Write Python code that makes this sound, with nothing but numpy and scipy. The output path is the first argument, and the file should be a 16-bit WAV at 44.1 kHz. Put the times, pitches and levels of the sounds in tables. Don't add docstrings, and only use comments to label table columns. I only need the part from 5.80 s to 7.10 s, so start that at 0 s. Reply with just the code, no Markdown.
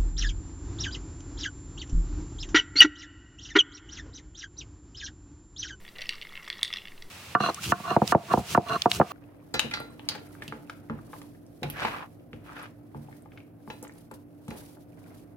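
import sys
import numpy as np
from scipy import signal
from scipy.fft import rfft, irfft
from scipy.io import wavfile

SR = 44100
rng = np.random.default_rng(int(sys.argv[2]) if len(sys.argv) > 2 else 0)


def transcribe(u):
    v = np.clip(np.atleast_2d(u).T, -1, 1)
    q = np.round(v * 32767).astype(np.int16)
    wavfile.write(sys.argv[1], SR, q)


N = 57330

# frequency in Hz, relative level in dB.
ROOM_TONE = [(20, -31), (34, 1.5), (60, -4), (196, -4), (281, -9), (383, -6), (728, -13), (1190, -12.5),
             (1540, -15.5), (2040, -14), (2440, -17.5), (3410, -17.5), (6500, -23.5), (14800, -25),
             (16000, -27)]
# frequency in Hz, side level against mid in dB.
SIDE_HISS = [(30, -14), (600, -12), (1200, -13), (2200, -31.5), (4000, -17), (8000, -1), (12000, -1)]
# pitch in Hz, level in dB.
HUM_PARTIALS = [(60, -73), (120, -81.5), (192, -71), (255, -85), (338, -72.5)]
# delay in seconds, level in dB.
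NEAR_ECHOES = [(.0036, -27), (.0062, -35)]
# frequency in Hz, seconds to fall 60 dB.
TAIL_DECAY = [(300, 0.15), (2000, 0.3), (5000, 0.3), (12000, 0.21)]
# frequency in Hz, relative level in dB.
TAIL_COLOUR = [(500, 2), (2000, 0), (3500, -3), (5500, -1), (9000, -2.5), (15000, -2.5)]
# centre and half length in seconds, pitch and width in Hz, level in dB.
HAND_SWELLS = [(.75, 0.014, 358, 91, -63), (1.14, 0.021, 270, 69.5, -63.5), (1.27, 0.036, 343, 143, -60.5)]
WATER_SWISHES = [(.2, 0.015, 620, 304, -56.5), (.2, 0.032, 1380, 600, -58.5), (.335, 0.021, 1250, 515, -56),
                 (.6, 0.061, 1270, 670, -58.5), (.78, 0.065, 1210, 606, -60.5)]
# start in seconds, pitch in Hz, level in dB.
AIR_GULPS = [(.162, 430, -54), (.191, 535, -53), (.2175, 632, -45.5)]
# start in seconds, level in dB.
ICE_BUMPS = [(0.452, -52), (0.498, -51.5), (0.5227, -49), (0.677, -41.5), (0.703, -51), (0.7917, -50.5),
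             (0.8202, -50), (0.833, -50.5), (.904, -46.5), (0.9374, -48.5), (.948, -49.5), (0.9702, -49),
             (1.056, -55)]
# pitch in Hz, relative level in dB, seconds to fall 60 dB.
BUMP_VOICE = [(950, 1, 0.0075), (1123, 0.5, 0.017), (1249, -2, 0.025), (1420, 3.5, 0.0057)]
# pitch in Hz, gain in dB, seconds to fall 60 dB.
RIM_MODES = [(2030, -8, 0.16), (2710, -14, 0.15), (3428, -11.5, 0.39), (4550, -11, 0.21)]
# pitch in Hz, level within the family in dB, seconds to fall 60 dB.
JAR_FAMILIES = [
    [(1954, 9, 0.014), (2103, 8, 0.013)],
    [(2801, 0, 0.0066)],
    [(3432, 0, .018), (3540, -3, .009)],
    [(4016, 0, 0.013), (4452, 8, 0.0042), (5110, -3.5, 0.013)],
    [(5740, 1, 0.0079), (6440, 0.5, 0.0043), (7897, -3, 0.013), (9340, -0.5, 0.0084)],
]
# how well it radiates, in dB.
RADIATION_DB = [0.084, 0, 0, 0.041, 0.21]
ATTACKS_S = [0.00054, 0.00042, 0.00053, 0.00037, 0.00028]
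# its boost or cut in a faint tick, in dB.
TICK_BALANCE_DB = [8, 1, -7, -4, -32]
# time in seconds, base level of the ticks in dB.
JOSTLE_CURVE = [(0, -70), (.13, -98), (.19, -51.5), (.27, -69), (.36, -73), (.45, -71.5), (.62, -63.5),
                (.8, -60.5), (.97, -64.5), (1.1, -83.5), (1.3, -96)]
# start in seconds, level of the lowest family in dB, then the second,
# main, upper and edge families against it in dB, and the favoured upper pitch in Hz.
ICE_KNOCKS = [(0.05, -46.5, -7.5, -6.5, -29, -16, 5100), (0.0641, -55, 4, 1, -18, -28, 4100),
              (0.0787, -45.5, -12, -6, -11, -33, 4500), (0.0882, -53, -1, -10, 3, -26, 4460),
              (0.155, -56, 7, -16, -18, -23, 3990), (0.1601, -49.5, -0.5, -9, -4.5, -29, 4000),
              (0.1842, -47, -1, -1.5, 1.5, -9, 4250), (0.208, -46.5, -1, 1, -8, -7.5, 4780),
              (0.2179, -46, 4, -8, 8, -2, 4440), (0.2214, -41, 4.5, -10, -2, -11, 4500),
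              (.2405, -58, -1, -11, -10, -24, 4400), (0.2565, -49.5, 9, -6, -9, -10, 4440),
              (0.2674, -48, -16, -15, 0, -25, 4970), (0.2919, -37, 10, -7, 8.5, -5, 4430),
              (0.2952, -34.5, -17, -24, -22, -19, 4180), (0.3052, -43, -19, -12, 0, -13, 4160),
              (.3095, -52, 1, -11, -11, -13, 4050), (0.3244, -47, 7, 0, -13, -14, 4200),
              (0.332, -56.5, 9, 6, 3, -11, 4440), (0.3345, -40.5, -6, -14, -12, -23, 4440),
              (0.341, -59, 2, 1, 11, -15, 4500), (0.3542, -46, -21, -19, -4.5, -16, 4720),
              (0.381, -46, -12, -13, -14, -30, 4300), (0.397, -59, -3, -6, -12, -32, 4200),
              (0.4141, -53, 13, 9, 7.5, -5, 4560), (0.422, -41, -4, -6, -12, -16.5, 4550),
              (0.4274, -49.5, 8, -18, 0, -11, 4500), (0.45, -42.5, -36, -12, -11, -40, 4100),
              (0.4697, -45, -17, -12, -10.5, -32, 5100), (0.491, -61, -5, 13.5, -29, -21, 4600),
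              (0.5234, -51.5, -18, -13, -5, -20, 4600), (0.5298, -51, -6, -1, -12, -18, 4360),
              (0.5539, -42.5, 2, -19, -7, -18, 3860), (0.567, -45.5, -9, -9, -9, -30, 4460),
              (0.575, -40.5, 1, -14, -16, -26, 4600), (.6295, -54, 2, -7, -4, -5.5, 4800),
              (0.6438, -47.5, -17, -10, -7, -22, 4260), (0.6502, -59.5, -13, 6, 7, -4, 4200),
              (0.6775, -41.5, -13, 0.5, -10, -34, 4800), (0.681, -43.5, -20, -15, -15, -7.5, 5260),
              (0.701, -31, -7.5, -3.5, -2, -19, 4380), (0.7278, -44.5, -3, 8.5, -2, -16, 4270),
              (0.7399, -51, -6, 2, -23, -25, 4500), (0.7815, -58, -10, 12, 4, 1, 5260),
              (0.791, -45.5, -23, -7, -2, -21, 4100), (0.8124, -61.5, 14, 16.5, 11, 3, 4400),
              (0.8196, -50.5, -1, -10, -11, -23, 4580), (0.8305, -32.5, -20, 13, 4, 1.5, 4400),
              (0.8477, -39, -9, 2, -2, -10, 4700), (0.8549, -46.5, -6, 3, 7.5, -18, 4150),
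              (0.878, -55, 7, 15.5, 9, 0, 4450), (0.9032, -40.5, -11, -8, -11, -35, 4400),
              (0.9276, -36, -8, 4.5, -16, -14, 5000), (0.9374, -39.5, 6, 7.5, 5, -9.5, 5200),
              (0.9595, -39, -7, 1.5, -9, -21, 4500), (0.9703, -47, 2, 9.5, 8.5, -2, 4180),
              (0.9844, -51, 11.5, 8.5, -12, -12, 5070), (1.0187, -51, 2.5, -11, -22, -28, 4760),
              (1.0537, -43.5, -4.5, -3, -15, -24, 5100), (1.0724, -45.5, -1, -13, -9.5, -28, 4560),
              (1.0822, -51, 6.5, 1.5, -2, -25, 4570), (1.1193, -46.5, -23, -19, -12, -37, 4500),
              (1.178, -64.5, 12.5, -10, 7.5, -14, 4040), (1.2226, -45.5, -10, -2.5, -2, -9.5, 4300)]


def amp(db):
    return 10 ** (np.asarray(db) / 20)


def unit(x):
    return x / np.sqrt(np.mean(x ** 2) + 1e-20)


def curve(points, hz):
    f, value = np.transpose(points)
    return np.interp(np.log(hz + 1), np.log(f + 1), value)


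def add(mix, start_s, sound):
    part = mix[max(round(start_s * SR), 0):][:len(sound)]
    part += sound[:len(part)]


def noise(gain):
    return irfft(rfft(rng.standard_normal(N)) * gain(np.fft.rfftfreq(N, 1 / SR)), N)


def background(tone_db=-56, waver_rad=0.51, rumble_hz=7.43, rumble_db=-49.5):
    t = np.arange(N) / SR
    mid = noise(lambda f: amp(curve(ROOM_TONE, f)))
    side = noise(lambda f: amp(curve(ROOM_TONE, f) + curve(SIDE_HISS, f)))
    gain = amp(tone_db) / mid.std()
    hum = np.zeros(N)
    for hz, db in HUM_PARTIALS:
        phase = 2 * np.pi * (hz * t + rng.random())
        waver = waver_rad * unit(noise(lambda f: f < 10))
        hum += amp(db) * np.sqrt(2) * np.sin(phase + waver)
    rumble = unit(noise(lambda f: (f / rumble_hz) ** 2 * np.exp(-(f / rumble_hz) ** 2)))
    return gain * mid + hum + amp(rumble_db) * rumble, gain * side


def kitchen(dry, tail_db=-12.5, predelay_s=0.0045, graininess=2.8):
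    near = dry.copy()
    for delay_s, db in NEAR_ECHOES:
        add(near, delay_s, amp(db) * dry)
    taps = rng.standard_normal(SR // 2)
    hz, t, spectrum = signal.stft(np.sign(taps) * abs(taps) ** graininess, SR, nperseg=256)
    fade_db = curve(TAIL_COLOUR, hz)[:, None] - 60 * t / curve(TAIL_DECAY, hz)[:, None]
    _, tail = signal.istft(spectrum * amp(fade_db), SR, nperseg=256)
    tail *= np.clip(np.arange(len(tail)) / SR / predelay_s - 1, 0, 1)
    tail /= np.linalg.norm(tail)
    return near + amp(tail_db) * signal.fftconvolve(dry, tail)[:N]


def swells(table):
    t = np.arange(N) / SR
    out = np.zeros(N)
    for centre_s, half_s, hz, width_hz, db in table:
        band = unit(noise(lambda f: 1 / (1 + (2 * (f - hz) / width_hz) ** 4)))
        out += amp(db) * np.exp(-((t - centre_s) / half_s) ** 2 / 2) * band
    return out


def gulps(swell_s=0.002):
    t = np.arange(SR // 20) / SR
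    envelope = t / swell_s * np.exp(1 - t / swell_s)
    out = np.zeros(N)
    for start_s, hz, db in AIR_GULPS:
        add(out, start_s, amp(db) * envelope * np.sin(2 * np.pi * hz * t))
    return out


def ring(modes, attack_s, scatter_db=4.5, detune=0.005, body_s=0.0042):
    t = np.arange(SR // 25) / SR
    wave = np.zeros(len(t))
    for hz, db, t60 in modes:
        louder, sharper = rng.standard_normal(2)
        envelope = amp(db + scatter_db * louder - 60 * t / t60)
        wave += envelope * np.sin(2 * np.pi * hz * (1 + detune * sharper) * t)
    wave *= (1 - np.exp(-t / attack_s)) ** 2.01
    return wave / np.sqrt(np.sum(wave ** 2) / (body_s * SR))


def bumps(low_cut_hz=750):
    out = np.zeros(N)
    for start_s, db in ICE_BUMPS:
        add(out, start_s, amp(db) * ring(BUMP_VOICE, attack_s=0.00029))
    return signal.sosfilt(signal.butter(3, low_cut_hz, "high", fs=SR, output="sos"), out)


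def rim(wall):
    out = np.zeros(N)
    for hz, db, t60 in RIM_MODES:
        q = np.pi * hz * t60 / np.log(1000)
        out += amp(db) * signal.lfilter(*signal.iirpeak(hz, q, fs=SR), wall)
    return out


def crack(samples, peak_s=0.00076, low_cut_hz=5760):
    age = np.arange(samples) / SR / peak_s
    burst = rng.standard_normal(samples) * age * np.exp(1 - age)
    return signal.lfilter(*signal.butter(2, low_cut_hz, "high", fs=SR), burst)


def chatter(touch, level_db, firm_db=-37, longest_gap_s=0.002476):
    rebound = amp(-1.5) / (1 + amp(level_db - firm_db))
    out = touch.copy()
    add(out, longest_gap_s * rng.uniform(0.4886, 1), rebound * touch)
    return out / np.hypot(1, rebound)


def clink(levels_db, favoured_hz, hard_db=-35, focus_db_per_octave=71, dull_db_per_octave=21):
    lowest, second, main, upper, edge = JAR_FAMILIES
    upper = [(hz, db - focus_db_per_octave * abs(np.log2(hz / favoured_hz)), t60)
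             for hz, db, t60 in upper]
    edge_db = levels_db[-1]
    softness = 1 / (1 + amp(edge_db - hard_db) ** 2)
    edge = [(hz, db - dull_db_per_octave * softness * np.log2(hz / favoured_hz), t60)
            for hz, db, t60 in edge]
    wall = sum((-1) ** k * amp(levels_db[k] + RADIATION_DB[k]) * ring(modes, ATTACKS_S[k])
               for k, modes in enumerate([lowest, second, main, upper, edge]))
    crack_db = edge_db + 0.049 * (edge_db - hard_db)
    return chatter(wall + amp(crack_db) * crack(len(wall)), max(levels_db))


def ice_on_glass(ticks_per_s=130, spread_db=4, low_cut_hz=1480):
    out = np.zeros(N)
    for start_s, db, *colour_db, favoured_hz in ICE_KNOCKS:
        add(out, start_s, clink(db + np.array([0, *colour_db]), favoured_hz))
    upper_hz = [hz for hz, _, _ in JAR_FAMILIES[3]]
    chance = np.clip(rng.standard_normal((round(ticks_per_s * N / SR), 7)), -1.5, 1.5)
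    for k, (late, size, *colour) in enumerate(chance):
        start_s = (k + late) / ticks_per_s
        jostle_db = np.interp(start_s, *np.transpose(JOSTLE_CURVE))
        levels_db = jostle_db + spread_db * (size + np.array(colour)) + TICK_BALANCE_DB
        add(out, start_s, clink(levels_db, rng.uniform(upper_hz[0], upper_hz[-1])))
    return signal.sosfilt(signal.butter(5, low_cut_hz, "high", fs=SR, output="sos"), out)


def scene():
    bed, side = background()
    wall = ice_on_glass()
    water = bumps() + swells(WATER_SWISHES) + gulps()
    mid = kitchen(wall + rim(wall) + water) + swells(HAND_SWELLS) + bed
    return np.array([mid + side, mid - side])


def record(dry):
    high_cut_hz = 16100
    taps = signal.firwin(401, high_cut_hz, window=("kaiser", 8), fs=SR)
    return signal.oaconvolve(dry, taps[None], "same", axes=1)


dry = scene()
out = record(dry)
transcribe(out)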